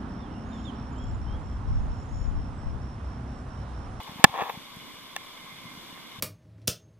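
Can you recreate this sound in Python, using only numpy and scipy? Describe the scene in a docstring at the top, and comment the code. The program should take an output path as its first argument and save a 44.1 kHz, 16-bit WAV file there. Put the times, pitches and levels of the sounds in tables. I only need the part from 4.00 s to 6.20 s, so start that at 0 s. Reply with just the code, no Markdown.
"""In a rainforest, a small hand-held camera hears a far, smeared chorus of animals, like steady noise, over a
soft hiss. Its plastic housing is a modal resonator, knocked three times (once into overload) and rubbed by
slipping fingers. Grip shifts are short pressure pulses, the restless hand a low rumble, the ticks bursts of
bright noise. A faint high tone burst repeats about 24 times a second. The chorus is random impulses coloured by
resonances of the housing; the hiss of leaves and distant insects is shaped noise."""
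import sys
import numpy as np
from scipy import signal
from scipy.fft import rfft, irfft, next_fast_len
from scipy.io import wavfile
from scipy.ndimage import map_coordinates

SR = 44100
rng = np.random.default_rng(int(sys.argv[2]) if len(sys.argv) > 2 else 0)


def generate_wav(signal):
    """Clip the signal to [-1, 1] and save it as 16-bit WAV at the path in sys.argv[1]."""
    frames = np.transpose(np.atleast_2d(signal))
    scaled = np.clip(frames, -1, 1) * 32767
    pcm = np.round(scaled).astype(np.int16)
    wavfile.write(sys.argv[1], SR, pcm)


def rack_gain(trim_db):
    """Turn a fader trim in dB into the linear factor to multiply a signal by."""
    fader = np.asarray(trim_db, float)
    return 10 ** (fader / 20)


N = 97020
T = np.arange(N) / SR


def unit(x):
    """Normalization: scale to an rms of 1."""
    return x / np.sqrt(np.mean(x ** 2) + 1e-20)


def along(points, hz):
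    """Logarithmic interpolation: a curve through (frequency [Hz], value) points on a log axis."""
    point_hz, value = np.transpose(points)
    return np.interp(np.log(hz + 1), np.log(point_hz + 1), value)


def wobble(rate):
    """Random modulation: a smooth curve through `rate` random knots a second."""
    knots = rng.standard_normal(int(N * rate / SR) + 4)
    return map_coordinates(knots, [T * rate])


def filtered(x, response):
    """Linear filtering: the spectrum of x times a complex response of frequency."""
    size = next_fast_len(N + SR // 2)
    spectrum = rfft(x, size) * response(np.fft.rfftfreq(size, 1 / SR))
    return irfft(spectrum, size)[..., :N]


def peak(f, hz, width_hz):
    """Resonance: the causal response of one damped oscillator, 1 at its centre."""
    return 1j * f * width_hz / (hz * hz - f * f + 1j * f * width_hz)


def passed(f, lo_hz, hi_hz):
    """Band limiting: a causal second-order high-pass and low-pass."""
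    high_pass = 1j * f / lo_hz / (1 + 1j * f / lo_hz)
    low_pass = 1 / (1 + 1j * f / hi_hz)
    return (high_pass * low_pass) ** 2


def ports(pan_db, lead):
    """Interaural-style cues: gain and phase at two microphone ports; only the later one is held back."""
    lag = np.array([np.maximum(-lead, 0), np.maximum(lead, 0)])
    return rack_gain([[pan_db / 2], [-pan_db / 2]]) * np.exp(-1j * lag).reshape(2, -1)


def grains(per_s, spread_db, count=1):
    """Shot noise: random impulses of scattered size, rms 1."""
    chance = rng.random((count, N))
    size, spread = rng.standard_normal((2, count, N))
    return unit((chance < per_s / SR) * size * rack_gain(spread_db * spread))


# Vibration modes of the plastic housing: (frequency [Hz], level [dB], t60 before the grip shortens it [s],
# left over right [dB], left leads at the mode's frequency [rad], polarity [+1 or -1])
HOUSING_MODES = [(200, 5, .018, 2, 2.2, -1), (560, -20, .02, -4, 0, 1), (810, 1, .024, 4, -.2, 1),
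                 (1092, 0, .022, 4, -.4, 1), (1320, -12, .02, -1, -.3, 1), (1750, 3.5, .023, -3, -.6, 1),
                 (2250, -3, .01, 2, -.9, -1), (2760, 3.5, .016, 3, -1.2, 1), (3480, 4, .011, -1, -1.4, 1),
                 (4550, -10, .005, -3, -2, 1), (5800, -4, .008, 0, -2.5, 1), (6350, -2, .007, 2, -2.5, 1),
                 (7400, -9, .005, 2, -2, 1), (8900, -11, .004, 0, -1, 1), (10700, -8, .003, 0, 1, 1),
                 (14500, -4, .003, -3, 0, 1)]


def housing(force, ring_share):
    """Modal superposition: a force rings all modes, each heard differently at the two ports."""
    def ring(f):
        total = 0
        for hz, db, t60, pan_db, lead, polarity in HOUSING_MODES:
            width_hz = np.log(1000) / np.pi / t60 / ring_share  # damping by the grip widens the mode
            # a lead that grows with frequency is a pure delay
            total = total + polarity * rack_gain(db) * peak(f, hz, width_hz) * ports(pan_db, lead * f / hz)
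        return total
    return filtered(force, ring)


CONTACT_ROUGH = 0.035  # roughness relative to the blow

# Knocks and the strongest finger slips: (time [s], peak level before overload [dB], contact length [s],
# dull above [Hz], thin below [Hz], share of ring time left by the grip [0-1])
IMPACTS = [(.2412, 25, .004, 4500, 180, .85), (1.164, -14, .002, 6000, 600, .95),
           (1.9755, -38, .001, 1200, 700, .7), (.3415, -25, .004, 400, 800, .6),
           (.378, -30, .002, 400, 800, .6), (.3905, -21, .002, 400, 800, .6),
           (.408, -22, .004, 400, 800, .6), (.4175, -17, .002, 500, 800, .6),
           (.4225, -15, .002, 500, 800, .6), (.496, -24, .006, 800, 1000, .6)]


def knocks():
    """Impact excitation: a sharp blow and a short rough contact that fades away ring the housing."""
    s, db, length, hi_hz, lo_hz, ring_share = np.transpose(IMPACTS)[:, :, None]
    contact = (T >= s) * np.exp(-((T - s) / length) ** 2)
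    force = CONTACT_ROUGH * contact * rng.standard_normal((len(s), N))
    force -= np.arange(N) == np.round(s * SR)  # the blow, one sample long
    force = filtered(force, lambda f: passed(f, lo_hz, hi_hz))
    ring = housing(force[:, None], ring_share[:, None])
    ring /= np.abs(ring).max(axis=(1, 2), keepdims=True)
    return np.sum(rack_gain(db)[:, None] * ring, axis=0)


SLIPS_PER_S, SLIP_SPREAD_DB = 4500, 3
RUB_RING_SHARE = 0.45  # share of ring time left by the grip
RUB_HISS_HZ, RUB_HISS_WIDTH_HZ = 13500, 3500  # centre, and width of each of two equal resonances

# Course of the finger rub: (time [s], level [dB], level of its treble hiss [dB])
RUB_COURSE = [(0, -39, -73), (.008, -37.5, -72), (.024, -60, -75), (.068, -50, -80), (0.075, -43.5, -83),
              (.1, -46, -83), (.16, -56, -78), (0.201, -39.5, -53), (.23, -48, -72), (.28, -45, -82),
              (0.324, -47, -76), (0.339, -36, -85), (.37, -31.5, -63), (.39, -31, -61), (.4, -28, -74),
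              (0.422, -27, -54), (0.431, -29.5, -59), (.465, -36, -55), (0.49, -37.5, -58),
              (0.499, -29, -48), (0.512, -46.5, -52), (.55, -47.5, -64), (.6, -62, -80), (.64, -70, -88)]
# Colour of the skin's slips: (frequency [Hz], relative level [dB])
SLIP_COLOUR = [(100, -25), (250, -29), (450, -1.5), (650, -7.5), (950, 11), (1300, -1), (1750, -7.5),
               (2300, -4), (2800, -14), (3500, -14.5), (5000, -26), (9000, -37)]


def rub():
    """Friction excitation: skin slips in dense uneven grains into the housing, under a thin hiss."""
    s, db, hiss_db = np.transpose(RUB_COURSE)
    level = rack_gain(np.interp(T, s, db, right=-120))
    hiss_level = rack_gain(np.interp(T, s, hiss_db, right=-120))
    slips = grains(SLIPS_PER_S, SLIP_SPREAD_DB)[0]
    slips = filtered(slips, lambda f: rack_gain(along(SLIP_COLOUR, f)))
    steady_rms = np.sqrt(np.mean(housing(slips, RUB_RING_SHARE) ** 2))
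    noise = rng.standard_normal((2, N))
    fizz = unit(filtered(noise, lambda f: peak(f, RUB_HISS_HZ, RUB_HISS_WIDTH_HZ) ** 2))
    return housing(slips * level, RUB_RING_SHARE) / steady_rms + fizz * hiss_level


PUSH_CYCLES = 0.5  # cycles from the centre until the envelope falls to 1/e
GRIP_PAN_DB = 2.5  # left over right, for pushes and rumble

# Grip shifts, one soft push each: (time [s], envelope peak before panning [dB], frequency [Hz])
GRIP_PUSHES = [(0.096, -34.5, 174), (0.122, -37.5, 186), (0.161, -35.5, 173), (0.197, -30.5, 196),
               (0.269, -36.5, 202), (0.298, -39.5, 124), (0.392, -64, 200), (0.422, -38, 131),
               (.543, -41.5, 190), (0.576, -32, 183), (0.771, -35, 174), (0.942, -48.5, 152),
               (1.658, -39, 188), (1.718, -43, 215), (1.753, -43, 198), (1.778, -37.5, 167),
               (1.849, -42.5, 243), (1.929, -40.5, 225), (2.189, -36, 139)]


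def pushes():
    """Pressure pulses: each shift of grip is about one Gaussian-windowed cycle of random phase."""
    out = np.zeros(N)
    for s, db, hz in GRIP_PUSHES:
        window = np.exp(-((T - s) * hz / PUSH_CYCLES) ** 2)
        out += rack_gain(db) * window * np.cos(2 * np.pi * hz * (T - s) + rng.uniform(0, 2 * np.pi))
    return out * rack_gain([[GRIP_PAN_DB / 2], [-GRIP_PAN_DB / 2]])


# Tiny dry ticks: (time [s], starting level before the band limits [dB])
TICK_TIMES = [(0.0335, -42), (0.7444, -49), (0.7613, -40), (1.3814, -52), (1.4594, -50)]


def ticks():
    """Transient noise: abrupt onsets with exponential decay make very short bright crackles."""
    gate = np.zeros(N)
    for s, db in TICK_TIMES:
        gate += rack_gain(db) * (T >= s) * np.exp(-np.abs(T - s) / 0.0024)  # decay constant in s
    return filtered(gate * rng.standard_normal((2, N)), lambda f: passed(f, 4000, 30000))


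RUMBLE_HZ, RUMBLE_WIDTH_HZ = 158, 156  # centre, and width of each of two equal resonances
RUMBLE_LUMPS_DB = 4  # per unit of the random curve

# Course of the grip rumble: (time [s], level before lumps and panning [dB])
RUMBLE_COURSE = [(0.6, -73), (0.786, -60), (1.116, -68), (1.78, -58), (1.922, -62), (2.2, -57.5)]


def rumble():
    """Band-limited noise: the holding hand never rests and makes a lumpy low rumble."""
    s, db = np.transpose(RUMBLE_COURSE)
    noise = rng.standard_normal(N)
    low = unit(filtered(noise, lambda f: peak(f, RUMBLE_HZ, RUMBLE_WIDTH_HZ) ** 2))
    level = rack_gain(np.interp(T, s, db) + RUMBLE_LUMPS_DB * wobble(30.18))
    return low * level * rack_gain([[GRIP_PAN_DB / 2], [-GRIP_PAN_DB / 2]])


BLIPS_PER_S, BLIP_FIRST_S = 23.976, 0.0335
BLIP_HZ, BLIP_S = 11250, 0.0017  # tone, and time from the centre until it falls to 1/e
BLIP_DB, BLIP_PAN_DB = -56, 5  # mean peak level before panning, and left over right


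def blips():
    """Periodic amplitude modulation: a brief high tone at a strictly even rate, stronger on the left."""
    cycle = ((T - BLIP_FIRST_S) * BLIPS_PER_S + 0.5) % 1 - 0.5  # 0 at the centre of each blip
    window = np.exp(-(cycle / BLIPS_PER_S / BLIP_S) ** 2)
    tone = window * np.sin(2 * np.pi * BLIP_HZ * T)
    return rack_gain(BLIP_DB + 0.62 * wobble(28)) * tone * rack_gain([[BLIP_PAN_DB / 2], [-BLIP_PAN_DB / 2]])


CALLS_PER_S, CALL_SPREAD_DB = 1800, 1
SWELL_DB, FLUTTER = 1.0, 0.8  # per unit of the slow curve, and share of the fast curve

# Resonances of the housing that colour the chorus: (frequency [Hz], width before the widening factor [Hz],
# level before swelling [dB], # left over right [dB], left leads [rad], likeness of the two sides [0-1])
CHORUS_BANDS = [(246, 160, -57, -6, 1, 0.27), (1060, 190, -55, 2.5, -.4, .9),
                (1566, 36, -66.5, -70, 5.5, 0.6), (2104, 61, -58.5, -31, 0.7, 1),
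                (2245, 440, -56.5, -4, -5.5, 1), (2955, 230, -59, -0.5, -5.5, 0.92),
                (3361, 290, -56, -5, -0.9, 0.58), (3560, 430, -54, 8, -3, 0.74)]


def chorus():
    """Superposition: countless short far calls merge into steady noise, coloured by resonances of the housing;
    each band swells on its own."""
    out = np.zeros((2, N))
    for hz, width_hz, db, pan_db, lead, alike in CHORUS_BANDS:
        shared, left, right = grains(CALLS_PER_S, CALL_SPREAD_DB, count=3)
        alike = np.clip(alike, 0, 1)
        calls = np.sqrt(alike) * shared + np.sqrt(1 - alike) * np.array([left, right])
        band = filtered(calls, lambda f: peak(f, hz, 1.06 * width_hz) ** 2 * ports(pan_db, lead))
        swell_db = SWELL_DB * (wobble(8.11) + FLUTTER * wobble(25.22))
        out += unit(band) * rack_gain(db + swell_db)
    return out


HISS_DB, HISS_SWELL_DB = -50, 0.6  # rms before swelling, and swell per unit of the random curve

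# Spectrum of the hiss shared by both sides: (frequency [Hz], relative level [dB])
HISS_SHARED = [(30, -5), (100, -7.5), (500, -4.5), (1400, -5.5), (2700, -11), (4200, -11.5), (5000, -14.5),
               (8000, -19), (12000, -19), (15300, -18.5), (15500, -70)]
# Spectrum of the hiss opposed between the sides: (frequency [Hz], relative level [dB])
HISS_OPPOSED = [(30, -36), (100, -7.5), (600, -9), (1400, -14.5), (2800, -16), (4200, -5.5), (5500, -10),
                (8000, -19), (12000, -18.5), (15300, -22), (15500, -74)]


def hiss():
    """Spectral shaping of white noise: leaves and distant insects merge into a smooth hiss."""
    noise = rng.standard_normal((2, N))
    mid, side = filtered(noise, lambda f: rack_gain([along(HISS_SHARED, f), along(HISS_OPPOSED, f)]))
    return rack_gain(HISS_DB + HISS_SWELL_DB * wobble(5.5)) * unit(np.array([mid + side, mid - side]))


def scene():
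    """Linear superposition of hands, blips and forest; only the knocks reach the top of the range."""
    soft = rub() + pushes() + ticks() + rumble() + blips() + chorus() + hiss()
    return filtered(soft, lambda f: f < 15400) + knocks()


def top_cut(x):
    """Nothing passes above the cut-off."""
    return signal.sosfilt(signal.butter(12, 16560, fs=SR, output="sos"), x)


def record(dry):
    """Saturation: the input is nearly linear up to a ceiling, then flattens the peaks."""
    ceiling, hardness = 0.99, 13
    mix = dry / (1 + np.abs(dry / ceiling) ** hardness) ** (1 / hardness)
    return top_cut(mix)


dry = scene()
out = record(dry)
generate_wav(out)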